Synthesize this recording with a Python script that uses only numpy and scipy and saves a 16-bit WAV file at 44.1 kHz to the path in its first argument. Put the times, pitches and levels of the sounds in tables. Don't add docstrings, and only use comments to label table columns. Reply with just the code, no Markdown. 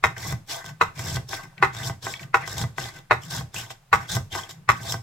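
import sys
import numpy as np
from scipy import signal
from scipy.fft import rfft, irfft, next_fast_len
from scipy.io import wavfile
from scipy.ndimage import uniform_filter1d, minimum_filter1d, map_coordinates

SR = 44100
rng = np.random.default_rng(int(sys.argv[2]) if len(sys.argv) > 2 else 0)


def to_wav(sig):
    pcm = np.clip(np.atleast_2d(sig), -1, 1) * 32767
    pcm = np.round(pcm).astype(np.int16)
    wavfile.write(sys.argv[1], SR, pcm.T)


def gain_from_db(level_db):
    decades = np.asarray(level_db, float) / 20
    return 10 ** decades


N = 221778

# time in seconds, peak level in dB, brightness in dB,
# counter shake in dB, gap between bounces in seconds.
SLAMS = [
    (0.039, 0.5, -16.5, 3.5, 0.009),
    (0.812, 0.5, -20.5, -0.5, 0.0071),
    (1.626, 4, -25, 2, 0.0089),
    (2.343, 1, -22, -3, 0.0085),
    (3.11, 2, -28, 3.5, 0.0095),
    (3.929, 3.5, -17.5, 4, 0.0091),
    (4.69, 2.5, -16.5, 4.5, 0.009),
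]
# start in seconds, #
# stop in seconds, first scrape level in dB, scrape level late in the push in dB, counter shake at the bottom in
# dB.
PUSHES = [
    (0.171, 0.319, -48.5, -36, -27.5),
    (0.982, 1.161, -43, -36, -25.5),
    (1.736, 1.886, -47.5, -37, -29),
    (2.466, 2.634, -42.5, -38.5, -28),
    (3.309, 3.397, -35, -36.5, -28),
    (4.094, 4.162, -36.5, -32, -24),
    (4.789, 4.938, -56, -33, -30),
]
# start in seconds, slowing from in seconds, scrape level in dB,
# jug over scrape in dB, counter shake in dB.
RETURNS = [
    (0.488, 0.558, -34, -1, -47),
    (1.292, 1.369, -36.5, -0.5, -40.5),
    (2.029, 2.116, -38.5, 1.5, -38.5),
    (2.779, 2.859, -36, 0, -35),
    (3.545, 3.613, -35, -2, -35),
    (4.323, 4.388, -34.5, 2, -35),
]
# start in seconds, stop in seconds, scrape level in dB,
# jug over scrape in dB, tray shake in dB.
SLIDES = [(0.645, 0.701, -48.5, 3.5, -38), (0.959, 1, -50.5, 8, -36.5), (1.438, 1.435, -47.5, 10, -40.5),
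          (1.577, 1.603, -68.5, 19.5, -36), (2.202, 2.241, -48.5, 6, -37), (2.409, 2.46, -54.5, 16, -41),
          (2.939, 2.99, -52.5, 7.5, -44.5), (3.221, 3.33, -49.5, -1, -38), (3.709, 3.712, -39.5, -6, -47),
          (4.005, 4.074, -53, 10.5, -46), (4.5, 4.513, -40, -8.5, -48.5), (4.56, 4.592, -78, 19, -41.5),
          (4.768, 4.792, -52.5, 0.5, -38)]
# time in seconds, jug knock peak in dB, click in dB, counter thump in dB.
LANDINGS = [(0.325, -17, -30.5, -18.5), (1.159, -36.5, -29, -36.5), (1.168, -18, -34, -27),
            (1.897, -16, -35, -25), (2.614, -21, -27.5, -22), (2.639, -17.5, -44.5, -17.5),
            (3.409, -25.5, -49, -27), (4.151, -25, -21, -19), (4.167, -12, -39.5, -30),
            (4.922, -26, -19, -39), (4.941, -16, -46.5, -48)]
# time in seconds, jug knock peak in dB, click in dB.
CATCHES = [(0.18, -58, -33), (0.495, -35, -40), (0.643, -26.5, -47.5), (0.661, -32, -33.5),
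           (0.976, -37, -40.5), (0.993, -22, -29.5), (1.085, -31, -35), (1.291, -46, -36),
           (1.331, -14.5, -40), (1.428, -41, -52.5), (1.748, -24.5, -36), (1.766, -34, -35.5),
           (2.028, -40, -41), (2.067, -14.5, -43.5), (2.476, -20.5, -28.5), (2.581, -30, -21.5),
           (2.782, -12.5, -32), (3.235, -44.5, -37), (3.303, -35, -40.5), (3.543, -28, -32),
           (3.704, -24.5, -42), (4.103, -41, -31.5), (4.326, -52, -34), (4.351, -16, -30),
           (4.492, -29, -36.5), (4.831, -56, -36.5)]
# time in seconds, peak level in dB, click in dB.
PINGS = [
    (0.69, -37.5, -42),
    (1.579, -34, -54.5),
    (2.138, -23, -36.5),
    (2.194, -32.5, -44.5),
    (2.23, -30.5, -50.5),
    (2.962, -41, -42),
    (2.985, -44.5, -53),
]

# centre in Hz, width in Hz, level in dB.
JUG_STRUCK = [(385.4, 30, -7.5), (468.6, 37, -6.5), (606, 49, -7), (744, 72, -8), (791, 18, 0),
              (900, 37, 0), (1016, 170, -5.5), (1146, 70, 2.5), (1260, 41, 6.5), (1392, 47, -1),
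              (1462, 52, -8.5), (1730, 260, -12.5), (1710, 39, -15.5), (1872, 21, -0.5), (2029, 69, 4),
              (2160, 120, -7.5), (2210, 99, -17.5), (2453, 23, -16), (2584, 160, -3.5), (2630, 73, -30),
              (2580, 140, -16), (3000, 33, -38), (3747, 40, -6), (4010, 33, -8), (4540, 240, -19.5),
              (5020, 360, -23)]
JUG_RUBBED = [(293.4, 13, -6), (371.2, 32, -4.5), (498, 20, -6), (670, 19.2, 4), (792, 19, 4.5),
              (927.5, 56, -1), (1089, 51, 1), (1204, 49, -1), (1537, 50, 5), (1846, 44, -3), (2005, 25, 4),
              (2255, 600, -9), (2770, 23, -10)]
HANDLE = [(4570, 150, -11), (4470, 120, -11), (5390, 700, 8), (6480, 380, 0), (6350, 60, 2.5),
          (7050, 590, 7), (7670, 900, 4.5), (11750, 550, -2.5), (13040, 1700, -5.5), (15260, 300, -21.5)]
SPRING = [(3290, 456, 10), (3823, 250, 5.5)]
COUNTER = [(75, 40, -7.5), (95.6, 16.8, 2.5), (124.7, 15.6, 4), (166, 17.3, -6.5), (182.5, 16.6, -8.5)]
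TRAY = [(155.3, 20.6, -3), (114.2, 25, -7.5)]
PING = [(1860, 60, -1.5), (1970, 50, 0), (2260, 90, 1.5), (2630, 90, -1.5), (3060, 200, -10),
        (4300, 300, -11.5)]

# frequency in Hz, density in dB per Hz.
RASP = [(120, -43.5), (200, -35), (433, -12), (796, 4), (1310, -11), (1540, 7), (2830, -28.5), (3410, 6),
        (13600, -16.5), (16300, -46.5)]
# frequency in Hz, density in dB per Hz.
AIR = [(15, -8), (25, 9.5), (65, -28.5), (127, 7), (311, -28), (347, -19), (741, -15.5), (1210, -18),
       (7630, -29.5), (14600, -34.5), (16300, -44.5)]
# frequency in Hz, side over middle in dB.
WIDTH = [(60, -26), (110, -25), (200, -9.5), (380, -3), (700, -4), (1290, -3.5), (2380, -2.5), (4400, -1.5),
         (8120, 0), (15000, 1)]
# frequency in Hz, share from 0 to 1.
APART = [(150, .4), (500, 0.3), (2000, 1), (5000, .9), (14000, .93)]
# frequency in Hz, left minus right in dB.
LEAN = [(60, 1.5), (110, -0.5), (200, 0.5), (380, -1), (700, 1), (1290, -1), (2380, 3.5), (4400, 1.5),
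        (8120, -0.5), (15000, 4.5)]
# frequency in Hz, time to die by 60 dB in seconds.
KITCHEN = [(150, 0.26), (1500, 0.22), (10000, 0.27)]


def strokes():
    scrape, jug, counter, spring, tray = motion()
    steel = driven(scrape - 3, grit(spiky_db=2.5, slip_db=2.0, patchy_db=1.9), body(HANDLE))
    hiss_force = grit(spiky_db=2.0, slip_db=3.0, patchy_db=-1.5)
    hiss = driven(scrape - 4, hiss_force, lambda f: gain_from_db(along(RASP, f)))
    coil = driven(spring - 1.5, grit(spiky_db=3.5, slip_db=-0.5, patchy_db=-8.0), body(SPRING))
    glass = driven(jug - 1.5, grit(spiky_db=3, slip_db=-0.5, patchy_db=4.5), body(JUG_RUBBED))
    stone = rumble(counter, COUNTER) + rumble(tray, TRAY)
    return ticks(scrape) + steel + hiss + coil + glass + stone + gain_from_db(jug - 10.5) * gurgle(count=1500)


def motion():
    scrape, jug, counter, tray = np.full((4, N), -120.)
    t = np.arange(N) / SR
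    rise_s, rise_db, die_db = 0.025, 27, 45

    def lay(curve, s, db):
        corners = np.maximum.accumulate(s)
        np.maximum(curve, np.interp(t, corners, db, left=-120, right=-120), out=curve)

    def move(start, top, stop, first, peak, last, fall_s, jug_db):
        lay(scrape, [start - rise_s, start, top, stop, stop + fall_s],
            [first - rise_db, first, peak, last, last - die_db])
        lay(jug, [start - rise_s, start, top, stop, stop + 1.68 * fall_s],
            [jug_db(first) - rise_db, jug_db(first), jug_db(peak), jug_db(last), jug_db(last) - die_db])

    def shake(curve, start, stop, first, last):
        lag_s, fall_s, fall_db = 0.013, 0.1, 20
        corners = np.array([start - rise_s, start, stop, stop + fall_s, stop + 2 * fall_s])
        lay(curve, corners + lag_s, [first - fall_db, first, last, last - fall_db, -80])

    squeeze = np.zeros(N)
    push_fall_s = 0.071
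    for start, stop, first, last, stone in PUSHES:
        fastest = start + 0.72 * (stop - start)
        move(start, fastest, stop, first, last, last - 1.5, push_fall_s, lambda db: -40 + 0.25 * (db + 39))
        shake(counter, start, stop, stone - 11.5, stone)
        squeeze += np.interp(t, [start, stop, stop + push_fall_s], [0, 1, 0])
    for start, stop, db, over, stone in RETURNS:
        move(start, start + 0.035, stop, db - 8, db, db - 3.5, 0.18, lambda db: db + over)
        shake(counter, start, stop, stone, stone - 5)
    for start, stop, db, over, stone in SLIDES:
        move(start, start, stop, db, db, db - 2.0, 0.065, lambda db: db + over)
        shake(tray, start, stop, stone - 3, stone)
    after_s = 0.097
    for s, db, bright_db, stone, gap in SLAMS:
        lay(scrape, [s - 0.012, s, s + after_s], [-75, -42, -68.5])
        lay(jug, [s - 0.004, s + 0.004, s + after_s, s + 2 * after_s], [-62, -35.5, -54.5, -80])
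        shake(counter, s, s + 0.06, stone - 31, stone - 40)
    spring = scrape - 1 - 8.5 * squeeze
    return scrape, jug, counter, spring, tray


def grit(spiky_db, slip_db, patchy_db):
    clumps = slip_db * wobble(170) + slip_db * wobble(40)
    size = gain_from_db(spiky_db * rng.exponential(size=N) + clumps)
    z = signal.stft(size * rng.standard_normal((2, N)), nperseg=256)[2]
    field = uniform_filter1d(rng.standard_normal(z.shape[1:]), size=4, axis=0)
    field = uniform_filter1d(field, size=9, axis=1)
    colour = gain_from_db(patchy_db * unit(field))
    return unit(signal.istft(z * colour, nperseg=256)[1][:, :N])


def ticks(scrape):
    per_s, t60_s = 30, 0.009
    snag = (rng.random(N) < per_s / SR) * gain_from_db(3.5 * np.minimum(rng.exponential(size=N), 2.5))
    burst = signal.fftconvolve(snag, gain_from_db(-60 * np.arange(900) / SR / t60_s))[:N]
    bright = lambda f: body(HANDLE)(f) * (f / 8000) ** 0.73
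    return driven(scrape - 13, unit(burst * rng.standard_normal((2, N))), bright)


def rumble(db, modes):
    shake = filtered(rng.standard_normal((2, N)), body(modes))
    steady = np.abs(uniform_filter1d(shake ** 2, size=900)) ** 0.15
    return gain_from_db(db - 1.8) * unit(shake / (steady + 1e-9))


def gurgle(count):
    when, pitch = rng.random(count), rng.standard_normal(count)
    big, spot = rng.exponential(size=count), rng.uniform(-0.21, 1, count)
    hz, t = (600 * np.exp(0.6 * pitch))[:, None], np.arange(1300) / SR
    life = 9 / hz
    swell = (t / life) * np.exp(-3 * t / life)
    tone = np.sin(2 * np.pi * hz * t * (1 + 0.081 * t / life))
    pops = gain_from_db(5.37 * np.minimum(big, 1.6))[:, None] * swell * tone
    first = (when * (N - len(t))).astype(int)[:, None]
    where = (first + np.arange(len(t))).ravel()
    sides = (1, 2.8 * spot[:, None])
    return unit(np.array([np.bincount(where, (pops * side).ravel(), N) for side in sides]))


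def slams():
    steel, ring, stone = np.zeros((3, 2, N))
    lead = 600
    for s, db, bright_db, thump_db, gap in SLAMS:
        struck = np.zeros((2, SR // 3))
        struck[:, :lead] = gain_from_db(-39 + 0.04 * np.arange(-lead, 0)) * rng.standard_normal((2, lead))
        hit = lead / SR
        for k, (late, strong) in enumerate(rng.standard_normal((4, 2))):
            after = k * gap * (1 + 0.04 * late)
            fade_db = (-0.5 - 5.95 * k + 0.9 * strong) * (k > 0)
            add(struck, hit + after, fade_db - 2.5, t60=0.0012, rough=0.21)
            add(steel, s + after, db + bright_db - 3 * k - 0.5, t60=0.037, rough=30)
        add(struck, hit + 0.002843, -5, t60=0.00027, rough=0.42)
        add(struck, hit + 0.001515, -3, t60=0.029, rough=30)
        add(steel, s, db + bright_db - 3, t60=0.008, rough=30)
        add(stone, s, thump_db - 45.5, t60=0.0042, rough=0.3)
        clack = filtered(filtered(struck, soft(corner_hz=3300)), struck_jug(bright_db))
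        ring[:, round(s * SR) - lead:][:, :SR // 3] += gain_from_db(db - 18.5) * clack / np.std(clack[0, :3000])
    return ring + steel_and_stone(steel, stone)


def struck_jug(bright_db):
    tilt_db = 5 + 0.2 * bright_db
    shift = rng.normal(0, 2.6, len(JUG_STRUCK))
    modes = [(hz, w, level + d + tilt_db * np.log2(hz / 1200)) for (hz, w, level), d in zip(JUG_STRUCK, shift)]
    one, other = body(modes, count=6), body(modes, count=2)
    direct = lambda f: gain_from_db(-14) * (1j * f / 600) / (1 + 1j * f / 600) ** 2
    return lambda f: np.array([one(f), gain_from_db(-3.5) * other(f)]) + direct(f)


def taps():
    steel, rubbed, stone, wire = np.zeros((4, 2, N))
    catches = [(*row, -42.5) for row in CATCHES]
    for s, knock_db, click_db, thump_db in [*LANDINGS, *catches]:
        add(steel, s, click_db + 7, t60=0.023, rough=30)
        add(rubbed, s, knock_db - 10.5, t60=0.0013, rough=1.0)
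        add(stone, s, thump_db - 17.0, t60=0.0031, rough=0.63)
    for s, db, click_db in PINGS:
        add(wire, s, db, t60=0.014, rough=4)
        add(steel, s, click_db + 5, t60=0.02, rough=30)
    glass = filtered(filtered(rubbed, soft(corner_hz=2600)), body(JUG_RUBBED, count=2))
    return glass + filtered(wire, body(PING)) + steel_and_stone(steel, stone)


def steel_and_stone(steel, stone):
    crack = gain_from_db(-12) * filtered(steel, lambda f: gain_from_db(along(RASP, f)) * (f > 2500))
    return crack + filtered(steel, body([*HANDLE, *SPRING])) + filtered(stone, body(COUNTER))


def add(force, s, db, t60, rough):
    t = np.arange(SR // 12) / SR
    push = gain_from_db(-60 * t / t60) * (1 + rough * rng.standard_normal((2, len(t))))
    push /= np.linalg.norm(push, axis=1, keepdims=True)
    start = round(s * SR)
    room = force[:, start:start + len(t)]
    room += gain_from_db(db) * push[:, :room.shape[1]]


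def soft(corner_hz):
    return lambda f: 1 / (1 + 1.3j * f / corner_hz - (f / corner_hz) ** 2)


def body(modes, count=1):
    def shape(f):
        total = 0
        for k, (c, w, db) in enumerate(modes):
            total = total + (-1) ** (k // count) * gain_from_db(db) * 1j * f * w / (c * c - f * f + 1j * f * w)
        return total
    peak = np.abs(irfft(shape(np.fft.rfftfreq(SR // 4, 1 / SR)))).max()
    return lambda f: shape(f) / peak


def driven(db, force, response):
    gain = np.sqrt(np.mean(np.abs(response(np.linspace(0, SR / 2, num=8000))) ** 2))
    return filtered(gain_from_db(db) * force, response) / gain


def filtered(x, response):
    n = x.shape[-1]
    m = next_fast_len(n + SR // 4, real=True)
    return irfft(rfft(x, m) * response(np.fft.rfftfreq(m, 1 / SR)), m)[..., :n]


def along(points, hz):
    f, v = np.transpose(points)
    return np.interp(np.log(hz + 1), np.log(f + 1), v)


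def wobble(rate):
    return map_coordinates(rng.standard_normal(int(N * rate / SR) + 4), [np.arange(N) * rate / SR])


def unit(x):
    return x / np.sqrt(np.mean(x ** 2) + 1e-20)


def ports(pair):
    share = lambda f: np.clip(along(APART, f), 0, 1)
    twist = lambda f: 1.4j * np.cos(2 * np.pi * f * 0.00073)
    split = lambda f: np.sqrt([1 - share(f), share(f)]) * [twist(f), 1j + 0 * f]
    side = filtered(pair, lambda f: gain_from_db(along(WIDTH, f) - 1.5) * split(f)).sum(axis=0)
    return filtered(pair[0] + [side, -side], lambda f: gain_from_db(along(LEAN, f) * [[0.5], [-0.5]]))


def kitchen_echo(sound):
    late = np.pad(sound, (300, 0))[None]
    far = signal.fftconvolve(late, tail(KITCHEN, seconds=0.72), axes=1)[:, :N]
    return filtered(far, lambda f: f / (f + 300))


def tail(decays, seconds):
    hz, t, z = signal.stft(rng.standard_normal((2, int(seconds * SR))), SR, nperseg=256)
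    echo = signal.istft(z * gain_from_db(-60 * t / along(decays, hz)[:, None]), SR, nperseg=256)[1]
    return echo / np.linalg.norm(echo[0])


def air():
    colour = lambda f: gain_from_db(along(AIR, f) + [0 * f, along(WIDTH, f)])
    mid, side = filtered(rng.standard_normal((2, N)), colour)
    return gain_from_db(-57.5 + 0.88 * wobble(3.6)) * np.array([mid + side, mid - side]) / np.std(mid)


def scene():
    pair = strokes() + slams() + taps()
    return ports(pair) + gain_from_db(-9.0) * kitchen_echo(pair[0]) + air()


def limited(x):
    span = round(0.0015 * SR)
    need = np.minimum(1, 0.97 / (np.abs(x).max(axis=0) + 1e-9))
    return x * uniform_filter1d(minimum_filter1d(need, size=2 * span), size=span)


def top_cut(x):
    return signal.sosfilt(signal.butter(12, 16520, fs=SR, output="sos"), x)


def record(dry):
    top_hz = 15850
    band = filtered(dry, lambda hz: np.where(hz < top_hz, 1, gain_from_db(-33.5)))
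    return top_cut(limited(band))


dry = scene()
out = record(dry)
to_wav(out)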